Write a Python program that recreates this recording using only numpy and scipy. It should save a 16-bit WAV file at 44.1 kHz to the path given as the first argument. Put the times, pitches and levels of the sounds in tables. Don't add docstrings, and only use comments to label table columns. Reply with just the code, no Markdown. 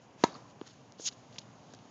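import sys
import numpy as np
from scipy import signal
from scipy.io import wavfile
from scipy.ndimage import uniform_filter1d

SR = 44100
rng = np.random.default_rng(int(sys.argv[2]) if len(sys.argv) > 2 else 0)


def output_pcm(signal):
    pcm = np.clip(np.atleast_2d(signal).T, -1, 1) * 32767
    wavfile.write(sys.argv[1], SR, np.round(pcm).astype(np.int16))


def voltage_ratio(level):
    return 10 ** (np.asarray(level, float) / 20)


N = 83790

# frequency in Hz, density in dB per Hz.
TRAFFIC = [(30, -3.5), (100, 9.5), (140, -1.5), (260, -2), (320, -8.5), (750, -8.5), (1100, -13.5),
           (1600, -23.5)]
# time in seconds, level in dB.
TRAFFIC_LEVEL = [(0, -56), (.4, -53.5), (.75, -55.5), (1.2, -53.5), (1.5, -52.5), (1.9, -53.5)]
# frequency in Hz, level in dB.
HISS = [(500, -41.5), (1600, 4.5), (3000, 5.5), (5000, -17.5), (7000, -11)]
# time in seconds, level in dB.
SWING = [(.17, -67.5), (.2, -56.5), (.235, -50.5), (.27, -49), (.32, -66), (.36, -57), (.4, -65),
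         (.46, -67.5)]
# frequency in Hz, level in dB.
SWISH = [(300, 0), (1500, 3), (4000, -0.5), (7000, 1.5)]
# start in seconds, level in dB, centre in Hz.
STONES = [(.6135, -49, 4600), (.6985, -49, 4000), (.922, -35.5, 5600), (1.1145, -45, 3500),
          (1.1245, -39, 4200), (1.128, -40, 4800), (1.132, -45, 5500), (1.311, -50, 5500),
          (1.3275, -44, 4300), (1.3445, -43, 5500), (1.3608, -39, 2500), (1.366, -47, 3000),
          (1.3838, -38, 6000), (1.3891, -34, 5000), (1.3935, -38, 6400), (1.416, -44, 3500),
          (1.4205, -47, 4000), (1.7055, -46, 4500), (1.7215, -46, 6200), (1.726, -45, 4600),
          (1.7375, -44, 6600), (1.7895, -45, 3800), (1.796, -50, 3000)]
# time in seconds, pressure in dB, share of coarse grit from 0 to 1.
DRAG = [(.975, -72, 0.7), (.995, -51, 0.54), (1.01, -46, 0), (1.045, -40, 0), (1.058, -30, 0.23),
        (1.076, -26.5, 0.2), (1.086, -35.5, 0.99), (1.096, -52, 0.7), (1.104, -67.5, 0.5)]
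# start in seconds, rise in seconds, length in seconds, level in dB,
# share of coarse grit from 0 to 1, rubber level in dB.
SCUFFS = [(0.009, 0.0081, 0.064, -69, 0, 1.5), (0.438, 0.063, 0.089, -66, 0.6, 0),
          (0.585, 0.029, 0.45, -67, 0.52, -10), (0.656, 0.019, 0.024, -54.5, 0.68, 3),
          (0.68, 0.0058, 0.023, -63.5, 0.6, -1), (0.697, .008, 0.028, -62.5, 0.8, -2),
          (0.719, .012, .03, -69, 0.2, -7), (1.095, 0.035, 0.048, -58, 0.3, -5),
          (1.17, 0.0094, 0.041, -71, .5, -9), (1.321, 0.0068, 0.12, -65.5, 0.6, -10),
          (1.3842, .0005, .0075, -39.5, .4, -25), (1.3905, .003, .0045, -43, .4, -15),
          (1.4, 0.0054, 0.031, -72.5, 1, -2), (1.633, 0.14, 0.14, -80, 1, -5),
          (1.7356, 0.00055, 0.0092, -51, 0, -1), (1.746, 0.0012, 0.0062, -46.5, 0, -17.5)]
# frequency in Hz, level in dB.
FINE_GRIT = [(800, -50), (3000, -10), (5000, -2.5), (6000, -0.5), (6700, 4.5), (7500, 0.5)]
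# frequency in Hz, level in dB.
COARSE_GRIT = [(700, -24.5), (1500, -11.5), (2350, -10), (2900, 2.5), (4200, 1.5), (5200, -0.5),
               (7000, -9.5)]
# frequency in Hz, level in dB.
RUBBER = [(800, -6), (1600, 6), (2500, -8), (4000, -3.5)]
# frequency in Hz, level in dB.
TAIL = [(150, 9), (300, 7.5), (1100, -1.5), (2000, -11.5), (4000, -11.5), (7000, -19.5)]
# frequency in Hz, time to fall 60 dB in seconds.
TAIL_T60 = [(200, 0.35), (1000, 0.93), (3000, 0.37), (7000, 0.98)]
# start in seconds, level in dB, centre in Hz, width in Hz.
RETURNS = [(.2485, -40, 6900, 500), (.2515, -33, 960, 130), (.2805, -46, 510, 480), (.2985, -52, 4600, 600),
           (.321, -50, 4300, 520), (.3425, -45, 4600, 500), (.3505, -47, 4300, 500), (.328, -50, 1050, 150),
           (.345, -49, 1100, 200), (.3525, -42.5, 1200, 200), (.388, -52, 960, 200), (.454, -54, 1050, 200)]
# start in seconds, level in dB.
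TICKS = [
    (.2375, -18),
    (.23855, -10),
    (.61338, -33),
    (.61363, -38),
    (.9972, -42),
    (.99745, -41),
]
# start in seconds, level in dB, pitch in Hz, length in cycles, place of the peak from 0 to 1.
BLOWS = [(.2368, -16.5, 948, 9.4, .6), (.2383, -8.3, 290, 1.6, .21), (.2389, -18, 1300, .9, .35),
         (.2386, -25, 6400, 9, .3), (.2385, -25, 4500, 6, .35), (.61405, -29, 290, 1.5, .42),
         (.6142, -51, 1590, 6, .4), (.6139, -44, 1020, 2, .3), (.61325, -51, 3100, 7, .3),
         (.9978, -35, 330, 1.25, .25), (.9974, -54, 1540, 8, .4), (1.0021, -45, 400, 2.6, .3),
         (1.3833, -32, 3100, 4, .4), (1.3848, -32, 4900, 7, .45), (1.3872, -36, 5700, 8, .4),
         (1.3838, -48, 450, 1.8, .3), (1.383, -47, 157, 2, .4), (1.384, -50, 860, 6, .3),
         (1.7371, -42.5, 520, 2.2, .25)]
# time in seconds, level in dB.
CONTACTS = [
    (.23751, -9),
    (.23862, 0),
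    (.24191, -11),
]
# frequency in Hz, level in dB, time to fall 60 dB in seconds.
RACKET = [(735, -21, 0.03), (957, -36, 0.11), (1080, -38.5, 0.13), (1310, -26.5, 0.063), (1635, -44, 0.11),
          (1706, -36, 0.066), (1980, -41, 0.078), (2135, -45.5, 0.098), (2640, -34, 0.0073),
          (3370, -43, 0.054), (3820, -52, 0.3), (4176, -24.5, 0.019), (4570, -37, 0.018),
          (2480, -36.5, .02), (3560, -42, 0.018), (5140, -34, .012), (5350, -38, .015), (6130, -30, .012),
         (6600, -31, 0.016)]
# frequency in Hz, level in dB.
CRACK = [(800, 2), (2600, -2.5), (3100, -21), (3700, 2.5), (5000, -3.5), (5600, -5), (6500, -5.5)]
# frequency in Hz, response in dB.
MIC = [(30, -33), (80, -20), (120, -2), (200, 0), (5800, 2), (6700, 4), (7100, -2), (7600, -17),
       (8200, -27), (9000, -35), (9600, -70), (11000, -95)]


def evened(x):
    return x / np.sqrt(np.mean(x ** 2) + 1e-20)


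def read(points, hz):
    f, value = np.transpose(points)
    return np.interp(np.log(hz + 1), np.log(f + 1), value)


def curve(points, column=1):
    table = np.array(points)
    return np.interp(np.arange(N) / SR, table[:, 0], table[:, column])


def add(mix, s, sound):
    part = mix[max(round(s * SR), 0):][:len(sound)]
    part += sound[:len(part)]


def colour(x, points):
    log_gain = read(points, abs(np.fft.fftfreq(4096, 1 / SR))) * np.log(10) / 20
    taps = np.fft.ifft(np.exp(np.conj(signal.hilbert(log_gain)))).real[:2048]
    taps = taps * np.cos(np.arange(2048) * np.pi / 4096) ** 2
    return signal.oaconvolve(x, taps)[:len(x)]


def noise(points, length=N):
    return colour(rng.standard_normal(length), points)


def distant_traffic():
    frames, hz = N // 256 + 5, np.fft.rfftfreq(1024, 1 / SR)
    a, b, patches = rng.standard_normal((frames, 513, 3)).T
    patches = uniform_filter1d(patches, size=10, axis=0)
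    patches = evened(uniform_filter1d(patches, size=8, axis=1))
    octaves_above = np.log2(np.maximum(hz / TRAFFIC[-1][0], 1))
    density = read(TRAFFIC, hz) - 14.5 * octaves_above
    z = (a + 1j * b) * voltage_ratio(density[:, None] + 0.87 * patches)
    hum = evened(signal.istft(z, nperseg=1024, noverlap=768)[1][:N])
    return voltage_ratio(curve(TRAFFIC_LEVEL)) * hum + voltage_ratio(-69) * noise(HISS)


def swish():
    return voltage_ratio(curve(SWING)) * evened(noise(SWISH))


def stones():
    out = np.zeros(N)
    ring_cycles = 2.6
    for s, db, hz in STONES:
        cycles = np.arange(200) / SR * hz
        add(out, s, voltage_ratio(db) * np.exp(-cycles * np.pi / ring_cycles) * np.sin(2 * np.pi * cycles))
    return out


def grit(points):
    grains_per_s, spread_db = 7000, 3
    size = voltage_ratio(spread_db * np.minimum(rng.exponential(1, N), 5))
    sign = rng.choice([-1., 1.], N)
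    clicks = size * sign * (rng.random(N) < grains_per_s / SR)
    return evened(colour(clicks, points))


def soles():
    pressure, share = curve(DRAG), curve(DRAG, column=2)
    level = voltage_ratio(pressure) * (pressure > -71)
    fine, coarse, rub = level * np.sqrt(1 - share ** 2), level * share, np.zeros(N)
    for s, rise, length, db, part, rubber_db in SCUFFS:
        t = np.arange(0, length, 1 / SR)
        fall = np.clip((t - rise) / max(length - rise, .001), 0, 1)
        shape = voltage_ratio(db) * np.minimum(t / rise, 1) * np.cos(np.pi / 2 * fall)
        add(fine, s, shape * np.sqrt(1 - part ** 2))
        add(coarse, s, shape * part)
        add(rub, s, shape * voltage_ratio(rubber_db))
    return fine * grit(FINE_GRIT) + coarse * grit(COARSE_GRIT) + rub * grit(RUBBER)


def court_tail():
    out = np.zeros(N)
    hz, at, z = signal.stft(noise(TAIL, SR), SR, nperseg=256)
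    decay = voltage_ratio(-60 * at / read(TAIL_T60, hz)[:, None])
    tail = signal.istft(z * decay, SR, nperseg=256)[1]
    add(out, CONTACTS[0][0] + 0.0036, voltage_ratio(-45.5) * tail / tail[:2000].std())
    return out


def fence_returns():
    wall_s, spread_s = 0.361, 0.006
    wall = np.exp(-.5 * ((np.arange(N) / SR - wall_s) / spread_s) ** 2)
    out = voltage_ratio(-49.5) * wall * evened(noise(TAIL))
    t = np.arange(2000) / SR
    for s, db, hz, width in RETURNS:
        u = np.pi * width * t
        add(out, s, voltage_ratio(db) * u * np.exp(1 - u) * np.sin(2 * np.pi * hz * t))
    return out


def blows():
    out = np.zeros(N)
    for s, db, hz, cycles, peak in BLOWS:
        t = np.arange(0, cycles / hz, 1 / SR)
        bend = np.log(.5) / np.log(peak)
        swell = np.sin(np.pi * (t * hz / cycles) ** bend) ** 2.42
        add(out, s, -voltage_ratio(db) * swell * np.sin(2 * np.pi * hz * t))
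    tick_s = .00015
    u = np.arange(200) / SR / tick_s
    for s, db in TICKS:
        add(out, s, voltage_ratio(db) * u * np.exp(1 - u))
    return out


def racket():
    t, out = np.arange(SR // 2) / SR, np.zeros(N)
    ring = sum(voltage_ratio(db - 60 * t / t60) * np.sin(2 * np.pi * hz * t) for hz, db, t60 in RACKET)
    crack_t60, fizz_t60 = 0.016, 0.098
    decay = voltage_ratio(-16 - 60 * t / crack_t60) + voltage_ratio(-41.5 - 60 * t / fizz_t60)
    for s, db in CONTACTS:
        add(out, s, voltage_ratio(db) * (ring + noise(CRACK, len(t)) * decay))
    return out


def scene():
    hit = blows() + racket() + court_tail() + fence_returns()
    player = swish() + soles() + stones()
    return (hit + player + distant_traffic())[None]


def roll_off(x):
    return signal.sosfilt(signal.butter(12, 9130, fs=SR, output="sos"), x)


def record(dry):
    heard = colour(dry[0], MIC) + voltage_ratio(-100) * rng.standard_normal(N)
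    return roll_off(heard[None])


dry = scene()
out = record(dry)
output_pcm(out)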